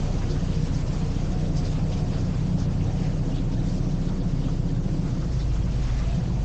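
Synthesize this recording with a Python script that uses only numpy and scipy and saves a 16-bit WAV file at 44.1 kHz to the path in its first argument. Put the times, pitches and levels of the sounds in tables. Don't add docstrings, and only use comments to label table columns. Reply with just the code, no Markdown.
import sys
import numpy as np
from scipy import signal
from scipy.fft import rfft, irfft
from scipy.io import wavfile
from scipy.ndimage import uniform_filter1d, map_coordinates

SR = 44100
rng = np.random.default_rng(int(sys.argv[2]) if len(sys.argv) > 2 else 0)


def log_audio(samples):
    frames = np.atleast_2d(samples).T
    limited = np.clip(frames, -1, 1)
    pcm = np.round(limited * 32767).astype(np.int16)
    wavfile.write(sys.argv[1], SR, pcm)


def to_linear_factor(level_db):
    exponent = np.asarray(level_db, float) / 20
    return 10 ** exponent


N = 284312
STEP = 8


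def unit(x):
    return x / np.sqrt(np.mean(x ** 2) + 1e-20)


def along(points, hz):
    f, v = np.transpose(points)
    return np.interp(np.log(hz + 1), np.log(f + 1), v)


def curves(rows):
    s, *cols = np.transpose(rows)
    return [np.interp(np.arange(N) / SR, s, c) for c in cols]


def wobble(rate):
    knots = rng.standard_normal(int(N * rate / SR) + 4)
    return map_coordinates(knots, [np.arange(0, N, STEP) * rate / SR])


def fine(coarse):
    return np.interp(np.arange(N), np.arange(0, N, STEP), coarse)


def coloured(x, points):
    m = 2 ** 15
    log_gain = along(points, np.fft.rfftfreq(m, 1 / SR)) * np.log(10) / 20
    cepstrum = irfft(log_gain, m)
    cepstrum[1:m // 2] *= 2
    cepstrum[m // 2 + 1:] = 0
    return signal.fftconvolve(x, irfft(np.exp(rfft(cepstrum)), m))[:len(x)]


def hiss(points, patchy_db, size):
    z = signal.stft(rng.standard_normal(N + 512), nperseg=256)[2]
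    field = uniform_filter1d(rng.standard_normal(z.shape), size[0], 0)
    field = uniform_filter1d(field, size[1], 1)
    patchy = signal.istft(z * to_linear_factor(patchy_db * unit(field)), nperseg=256)[1][:N]
    return unit(coloured(patchy, points))


def steadied(x, seconds, depth):
    window = round(seconds * SR)
    power = np.abs(uniform_filter1d(uniform_filter1d(x ** 2, window), window))
    return x * (power / np.mean(x ** 2) + 1e-6) ** (-depth / 2)


# time_s, firing_rate_hz
SPEED = [(0, 30.09), (.65, 30.21), (1.3, 30.06), (1.9, 30.24), (2.6, 30.41), (3.6, 30.26), (4.6, 30.43),
         (5, 30.31), (5.15, 29.91), (5.38, 26.74), (5.5, 25.67), (5.7, 25.18), (6.05, 25.56), (6.25, 24.85),
         (6.44, 24.52)]


def firings():
    return np.cumsum(curves(SPEED)[0]) / SR


# start_s, end_s
GEAR_S = [5.19, 5.35]


def in_gear():
    return np.interp(np.arange(N) / SR, GEAR_S, [0, 1])


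# time_s, effort_db, knock_db
EFFORT = [(0, 1, -7), (.35, -1, -1.5), (.65, -1.5, 0), (1.05, -1, -2.5), (1.5, 1.5, -0.5), (2.5, 0, -1),
          (3.4, 1.5, -2), (4.5, 0, -0.4), (5.2, -2, -1.6), (5.35, -6, 1), (5.57, -6, 4.5), (5.9, 0, 3.5),
          (6.1, -7.5, 2.2), (6.22, -1.5, 9), (6.44, -9.5, 2.5)]


def combustion():
    return np.array(curves(EFFORT))


# pitch_hz, level_db per Hz
RUMBLE = [(10, -90), (22, -68), (38, -65), (55, -57), (75, -62), (98, -61), (116, -54.5), (150, -52),
          (195, -53), (225, -66), (265, -63), (300, -67), (400, -85), (600, -120)]
# pitch_hz, level_db per Hz
CLATTER = [(140, -26.5), (230, -5), (268, -3), (296, -4.5), (365, -4.5), (407, -9.5), (466, -6.5),
           (558, -9), (719, -13), (824, -16.5), (1130, -22), (2000, -36), (2600, -52), (4400, -120)]
# pitch_hz, level_db per Hz
RING = [(420, -47), (460, 6.5), (490, -15.5), (520, -7.5), (560, -15), (600, 3), (625, -9.5), (650, 7),
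        (690, -9), (730, 8.5), (770, -7.5), (800, -1.5), (1000, -10), (1300, -49.5)]
# time_s, level_db
SHAKE = [
    (0, 5.5),
    (.6, -1.5),
    (1.05, 0.5),
    (1.4, 1),
    (3, 2),
    (4.6, -7),
    (5.25, -4),
    (5.7, 1),
    (6.15, 3.5),
]
# depth_db, moment as a share of the turn
THROB = [
    (.8, .48),
    (2, .63),
]


def chamber():
    gear = in_gear()
    shake_db, = curves(SHAKE)
    turns = firings() / 2
    low_db, mid_db = [db * np.cos(2 * np.pi * (turns - moment)) for db, moment in THROB]

    rumble = steadied(coloured(rng.standard_normal(N), RUMBLE), seconds=0.14, depth=0.11)
    rumble *= np.sqrt(SR / 2) * to_linear_factor(1.5 + 0.1 * shake_db + 0.25 * combustion()[1] + low_db)
    top = signal.sosfiltfilt(signal.butter(2, 149, "high", fs=SR, output="sos"), rumble)
    rumble = rumble + top * (to_linear_factor(-5 * gear) - 1)

    clatter = hiss(CLATTER, 1.0, size=(2, 12))
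    knock = signal.sosfiltfilt(signal.butter(2, 400, fs=SR, output="sos"), clatter)
    clatter = clatter + knock * (to_linear_factor(mid_db) - 1)
    ring = to_linear_factor(-13.5 + shake_db) * hiss(RING, 2.2, size=(1, 12))
    clatter_db = -40 - 1.65 * gear + 0.18 * shake_db + 0.27 * fine(wobble(3.6))
    return rumble + to_linear_factor(clatter_db) * (clatter + ring)


def bubbles(count, hz, cycles, spread_db):
    draw = rng.random((count, 3))
    pitch = np.clip(hz * np.exp(.45 * rng.standard_normal(count)), 600, 12000)[:, None]
    u = np.arange(1300) / SR * pitch / cycles
    grain = np.sin(2 * np.pi * cycles * u * (1 + 0.022 * u)) * u * np.exp(-2.5 * u)
    grain *= to_linear_factor(spread_db * 4 * draw[:, 1:2] ** 2)
    index = (draw[:, :1] * N).astype(int) + np.arange(1300)
    return unit(np.bincount(index.ravel(), grain.ravel(), N)[:N])


# pitch_hz, level_db per Hz
GURGLE = [(700, -31), (900, -5.5), (1500, -8.5), (2500, -11.5), (3200, -15), (6000, -64)]
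# pitch_hz, level_db per Hz
SPRAY = [(1800, -26), (2500, 0.5), (3500, 3), (4500, 2.5), (5500, -15.5), (9000, -56)]
# pitch_hz, level_db per Hz
MIST = [(3600, -27.5), (4700, -1), (6500, -2.5), (7500, -7), (8400, -17), (9300, -35.5), (10500, -69.5)]
# time_s, level_db
FLOW = [(0, -52), (.25, -54), (1, -54), (1.5, -55.5), (1.75, -53), (2.1, -55), (2.7, -57.5), (3, -56.5),
        (3.5, -57.5), (4, -58), (4.3, -57), (4.55, -57.5), (4.8, -57.5), (5.3, -58), (5.7, -55.5),
        (5.85, -53.5), (6.08, -54), (6.25, -55.5), (6.44, -57)]
# peak_s, level_db over the flow, drop_pitch_hz, length_s
SPITS = [(0.232, 9, 1870, 0.044), (0.309, 9.5, 4400, 0.038), (0.363, 11, 1470, 0.029),
         (0.516, 3.5, 3200, 0.083), (0.755, 7.5, 5300, 0.035), (1.004, 3, 2980, 0.073),
         (1.165, 4, 2830, 0.042), (1.576, 10, 5300, 0.048), (1.659, 9, 4540, 0.047),
         (1.721, -0.5, 4320, 0.09), (1.769, 3, 1690, 0.035), (1.93, 7.5, 3290, 0.032),
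         (1.978, 5, 4200, 0.028), (1.984, 1.5, 7100, 0.036), (2.151, 6, 3670, 0.039),
         (2.16, 6.5, 1470, 0.049), (2.221, 0.5, 1360, 0.078), (2.392, 3, 2480, 0.031),
         (2.609, 8, 5800, 0.065), (2.617, 10.5, 1370, 0.039), (2.696, 9, 1480, 0.062),
         (2.813, 9, 2370, 0.051), (2.985, 3.5, 2540, 0.084), (3.056, 8.5, 2250, 0.088),
         (3.077, 6.5, 5660, 0.061), (3.362, 9, 3400, 0.075), (3.533, 8.5, 4530, 0.039),
         (3.709, 5.5, 4800, 0.06), (3.732, 4, 6700, 0.13), (3.846, 5.5, 5350, 0.033),
         (4.091, 8.5, 1260, 0.067), (4.083, 7.5, 3700, 0.035), (4.209, 13.5, 3860, 0.032),
         (4.406, 1.5, 3340, 0.091), (4.45, 5.5, 3040, 0.041), (4.48, 9.5, 1250, 0.043),
         (5.066, 7.5, 1230, 0.061), (5.232, 11.5, 1250, 0.043), (5.342, 5.5, 5830, 0.087),
         (5.392, 5, 1660, 0.051), (5.408, 9.5, 4450, 0.053), (5.545, 6, 6600, 0.035),
         (5.562, 4.5, 2480, 0.21), (5.574, 5.5, 1146, 0.056), (5.839, 5, 4580, 0.033),
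         (5.839, 2.5, 2260, 0.075), (5.906, 5.5, 1910, 0.064), (5.997, 3.5, 6090, 0.024),
         (6.008, 10.5, 1114, 0.059), (6.05, 2.5, 3090, 0.19)]
# peak_s, level_db over the flow, drop_pitch_hz, length_s
SPLASHES = [(0.35, -2, 6500, .12), (0.5, 1, 2000, .25), (1.27, 2.5, 7500, .08), (1.4, 3.5, 4200, 0.062),
            (1.81, 0.5, 6500, 0.088), (2.02, 1.5, 6800, 0.089), (2.2, 3.5, 5000, .15),
            (2.45, 2, 5500, 0.15), (2.62, 5, 3300, 0.073), (2.85, 2, 7300, 0.069), (3.08, -3, 4500, 0.11),
            (3.42, 1, 5800, 0.11), (3.42, 2.5, 1700, .15), (3.68, 3.5, 7200, .08), (3.92, 2, 7000, .12),
            (4.27, -3.5, 3000, .08), (4.6, 2.5, 6300, .08), (4.7, 0.5, 5300, 0.072),
            (4.7, -2.5, 2200, 0.18), (5.2, 4, 5500, .07), (5.35, 4.5, 3200, .07), (5.52, 2.5, 4500, .07),
            (5.74, -3.5, 7500, 0.092), (5.9, 1, 4200, .2), (5.95, 1.5, 2000, .4), (6.05, 0.5, 6500, 0.095),
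            (6.25, -5, 7500, 0.17), (6.43, 2, 8000, .06)]
# peak_s, level_db, length_s
LULLS = [(0.26, -2, 0.034), (0.844, -3, 0.059), (1.527, -2.5, 0.043), (1.867, -3, 0.1),
         (2.056, -3.5, 0.047), (2.7, -0.5, .06), (3.224, -2.5, .05), (3.468, -2.5, 0.057),
         (4.027, 1.5, .04), (4.211, -5.5, 0.042), (4.622, -4, 0.06), (4.81, -5.5, 0.052),
         (5.308, -2, 0.042), (5.486, -1, 0.085), (5.646, -2.5, 0.077), (6.224, -2, 0.055)]


def water():
    gurgle = hiss(GURGLE, 1.6, size=(4, 10))
    gurgle = gurgle + to_linear_factor(-11.5) * bubbles(count=500, hz=1919, cycles=32, spread_db=2.0)
    fizz = bubbles(count=900, hz=4000, cycles=28, spread_db=2.5)
    spray = hiss(SPRAY, 1.6, size=(4, 9)) + to_linear_factor(-8) * unit(coloured(fizz, SPRAY))
    mist = hiss(MIST, 2.1, size=(5, 8))
    flutter = to_linear_factor(fine(0.8 * wobble(25)))
    stream = to_linear_factor(4) * gurgle + flutter * (spray + to_linear_factor(1.73) * mist)

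    hz, t, z = signal.stft(stream, SR, nperseg=256)
    s, db, centre_hz, length = np.transpose(list(SPITS) + list(SPLASHES))[:, :, None]
    age = (t - s) / np.abs(length)
    swell_db = db * np.exp(-(age / np.where(age < 0, 0.34, 0.53)) ** 2)
    sizes = np.exp(-(np.log2((hz + 1) / centre_hz) / 0.47) ** 2)
    s, db, length = np.transpose(LULLS)[:, :, None]
    lull_db = np.sum(db * np.exp(-(2 * (t - s) / length) ** 2), axis=0)
    stream = signal.istft(z * to_linear_factor(sizes.T @ swell_db + lull_db), SR, nperseg=256)[1][:N]
    return to_linear_factor(curves(FLOW)[0]) * stream


# peak_s, pitch_hz, level_db rms
RINGS = [(0.07, 958, -56.5), (0.2, 777, -50.5), (0.12, 600, -49.5), (0.31, 480, -46), (0.32, 358, -41.5),
         (0.56, 462, -49), (1.0, 957, -60.5), (1.05, 465.5, -48), (1.14, 443, -47.5), (1.22, 538, -54),
         (1.5, 530, -44), (1.55, 650, -50), (1.79, 455, -50), (1.38, 732, -49), (1.47, 589, -49),
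         (1.62, 715, -47.5), (1.64, 938, -62), (1.85, 807, -54.5), (1.89, 617, -52.5),
         (1.961, 363.7, -46.5), (2.02, 721, -51), (2.16, 361, -44), (2.17, 648, -52.5), (2.9, 484, -45),
         (2.9, 753, -49.5), (2.91, 838, -57), (3.52, 904, -54.5), (3.57, 318.3, -41), (3.65, 492, -50.5),
         (3.81, 629, -50), (3.85, 361.5, -45.5), (4.1, 955, -57), (4.17, 479, -53), (4.52, 715, -52),
         (4.92, 549, -49), (4.97, 317, -46), (5.0, 947, -61), (5.22, 515, -50.5), (5.25, 330, -45.5),
         (5.25, 597, -57), (5.55, 721, -53.5), (5.57, 315.7, -44), (5.75, 510, -52.5), (5.89, 502, -51.5),
         (6.0, 700, -54), (6.1, 690, -49), (6.11, 843, -62.5), (6.12, 662, -49.5), (6.21, 495, -47.5),
         (6.3, 320.6, -46)]


def panels():
    half_length_s, waver_hz = .065, 5
    t = np.arange(0, N, STEP) / SR
    s, hz, db = np.transpose(RINGS)[:, :, None]
    drift = 2 * np.pi * np.cumsum(waver_hz * wobble(12)) * STEP / SR
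    swell = to_linear_factor(db) * np.exp(-((t - s) / half_length_s) ** 2)
    notes = swell * np.sin(2 * np.pi * hz * t + drift)
    return np.sqrt(2) * signal.resample_poly(notes.sum(axis=0), STEP, 1)[:N]


# order, level_db at three places, level_db in gear (all rms)
ORDERS_DB = [(1.013, -27, -31, -28.5, -29), (1.5, -35.5, -35.5, -42, -51), (2.026, -37, -49, -38, -27.5),
             (2.537, -44, -44, -45, -47.5), (2.79, -58.5, -57.5, -47.5, -42), (3.0, -33, -32, -38, -39.5),
             (3.54, -50.5, -59, -63, -43.5), (3.712, -45, -37.5, -36.5, -64), (3.965, -39, -35, -37, -53.5),
             (4.286, -43.5, -49.5, -53, -40.5), (4.44, -59, -47, -35.5, -41.5),
             (4.724, -45.5, -40.5, -39, -62.5), (4.991, -31.5, -31.5, -33, -34.5),
             (5.19, -59.5, -46.5, -63, -62), (5.477, -42, -39, -34.5, -55), (5.75, -50, -46, -52, -59.5),
             (6.014, -42.5, -33, -35.5, -58.5), (6.3, -51, -45.5, -52.5, -60), (6.47, -52, -55.5, -53, -45),
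             (6.89, -45.5, -58.5, -57, -56), (8.0, -56, -58.5, -58.5, -73.5),
             (8.412, -48.5, -43.5, -46.5, -62.5), (9.0, -42, -42, -40.5, -53), (9.6, -66, -56.5, -55, -69),
             (10.02, -50.5, -61.5, -62, -52.5), (10.336, -52, -50.5, -51, -69),
             (12.015, -60, -51, -51.5, -79.5), (12.96, -56, -72.5, -63.5, -73), (15, -51, -52.5, -60, -65),
             (15.92, -61.5, -53, -55, -76.5), (22.06, -58, -61.5, -72.5, -78.5)]
PLACES_S = [0.68, 2.37, 4.36]
SHAPE = [
    (4.5, .06, 5.6),
    (-4.7, .48, 2.8),
]
FOLLOWS = [
    (0.98, 0.081),
    (-0.2, 0),
    (0.28, 0.74),
]


def engine():
    angle = 2 * np.pi * firings()[::STEP]
    t = np.arange(0, N, STEP) / SR
    gear = in_gear()[::STEP]
    stumble = np.exp(-((t - 6.255) / 0.061) ** 2)
    effort_db = np.array(FOLLOWS) @ combustion()[:, ::STEP] + np.outer([-4, -6, -5], stumble)
    (delay, spread, turn), (delay_gear, spread_gear, turn_gear) = SHAPE
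    sound = np.zeros(len(t))
    for order, *place_db, gear_db in ORDERS_DB:
        order = round(4 * order) / 4
        uneven = 8 if order % .5 else 1 + 1.5 * gear
        phase = order * angle + uneven * order ** .5 * (.08 * wobble(2.5) + .07 * wobble(.7))
        hull_lag = 1.5 * np.exp(-((order - 3.8) / .45) ** 2)
        free_db = np.interp(t, PLACES_S, place_db) - (order % 1 == .5) * 2.3
        free = to_linear_factor(free_db) * np.cos(phase + delay * order + spread * order ** 2 + turn - hull_lag)
        loaded = np.cos(phase + delay_gear * order + spread_gear * order ** 2 + turn_gear)
        loaded = to_linear_factor(gear_db) * loaded
        group = np.searchsorted([1.6, 4.1], order)
        waver = to_linear_factor(effort_db[group] + .4 * min(order, 2) * wobble(4) * (order != 9))
        sound += np.sqrt(2) * waver * ((1 - gear) * free + gear * loaded)
    return signal.resample_poly(sound, STEP, 1, padtype="line")[:N]


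# peak_s, level_db, pitch_hz
BOOMS = [(0.14, -5.0, 189), (0.31, -0.5, 284), (0.31, 3.5, 237), (0.42, 2.5, 189), (0.42, -4, 318.0),
         (0.63, 3.5, 148.0), (0.66, 0, 110.3), (0.75, 5, 149), (0.82, -8, 184), (0.89, -6, 283),
         (0.99, -2, 186.0), (1.01, -4.5, 118.3), (1.25, 3.0, 203), (1.29, -5, 122), (1.58, -3, 167.6),
         (1.89, -3.5, 266.0), (2.19, 0.5, 89.0), (2.24, 1.5, 190), (2.41, -6, 284), (2.52, 6, 168.7),
         (2.72, -5.5, 284), (2.72, 5.5, 230), (2.84, 6, 92.0), (2.94, 0.5, 289), (3.16, -5, 249),
         (3.24, -4.5, 175.0), (3.29, -2, 299), (3.32, -1.5, 96.2), (3.34, 6, 277.0), (3.53, -0.5, 187),
         (3.55, 3.5, 320.0), (3.78, 3.5, 211), (3.89, 3, 292), (4.06, -1.5, 86.0), (4.18, -5.0, 150),
         (4.23, 5.5, 183.0), (4.33, -3.5, 89.0), (4.34, 1.5, 124), (4.39, 5.5, 251), (4.49, 0, 92.3),
         (4.7, -5, 87), (4.73, -8, 198), (4.75, 5.5, 113.3), (4.85, -8, 258), (4.97, 2.5, 179),
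         (4.97, 6, 318.0), (5.21, -8, 85.4), (5.26, -4, 282), (5.26, 5.5, 58.7), (5.27, -3.0, 54.0),
         (5.27, 0.5, 184), (5.27, 3.0, 264.0), (5.27, 3.5, 345), (5.31, 4.5, 109.2), (5.42, -7, 191),
         (5.56, 6.5, 89.0), (5.58, 3, 312.0), (5.92, -10.5, 170), (6.221, 8.5, 175.0), (6.26, 1, 59.0)]
# peak_s,
# level_db, pitch_hz
SWELLS = [(5.4, -3, 53), (5.52, 5, 26), (5.56, -0.5, 51), (5.72, -2.5, 51), (5.85, 4, 51), (6.02, 4.5, 26),
          (6.7, 2, 26), (6.33, -6, 25), (4.1, 2.5, 180), (6.2, 2, 128), (5.2, -2.5, 97), (5.92, -4, 84),
          (6.3, 3, 165), (4.8, 1.5, 190), (3.45, 5, 150), (1.5, 1.5, 230), (0.15, 4, 270), (5.08, -2, 30),
          (6.17, -3, 172), (5.4, 3, 148), (6.2, 3.5, 255), (0.88, 3, 151), (0.45, -2, 151),
          (1.55, 1.5, 170), (4.55, 2, 170), (6.6, -4, 250), (4.8, -3, 250)]


def hull(x):
    half_length_s, half_width_hz = 0.084, 19
    hz, t, z = signal.stft(x, SR, nperseg=8192, noverlap=7168)
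    s, db, centre_hz = np.transpose(list(BOOMS) + list(SWELLS))[:, :, None]
    bands = np.exp(-((hz - centre_hz) / half_width_hz) ** 2)
    moments_db = db * np.exp(-((t - s) / half_length_s) ** 2)
    return signal.istft(z * to_linear_factor(bands.T @ moments_db), SR, nperseg=8192, noverlap=7168)[1][:N]


def scene():
    return np.tile(hull(engine() + chamber()) + panels() + water(), (2, 1))


def low_pass(x):
    return signal.sosfilt(signal.butter(12, 9420, fs=SR, output="sos"), x)


def record(dry):
    dry = steadied(dry, seconds=0.019, depth=0.27)
    dry = signal.sosfiltfilt(signal.butter(4, 19, "high", fs=SR, output="sos"), dry)
    return low_pass(dry)


dry = scene()
out = record(dry)
log_audio(out)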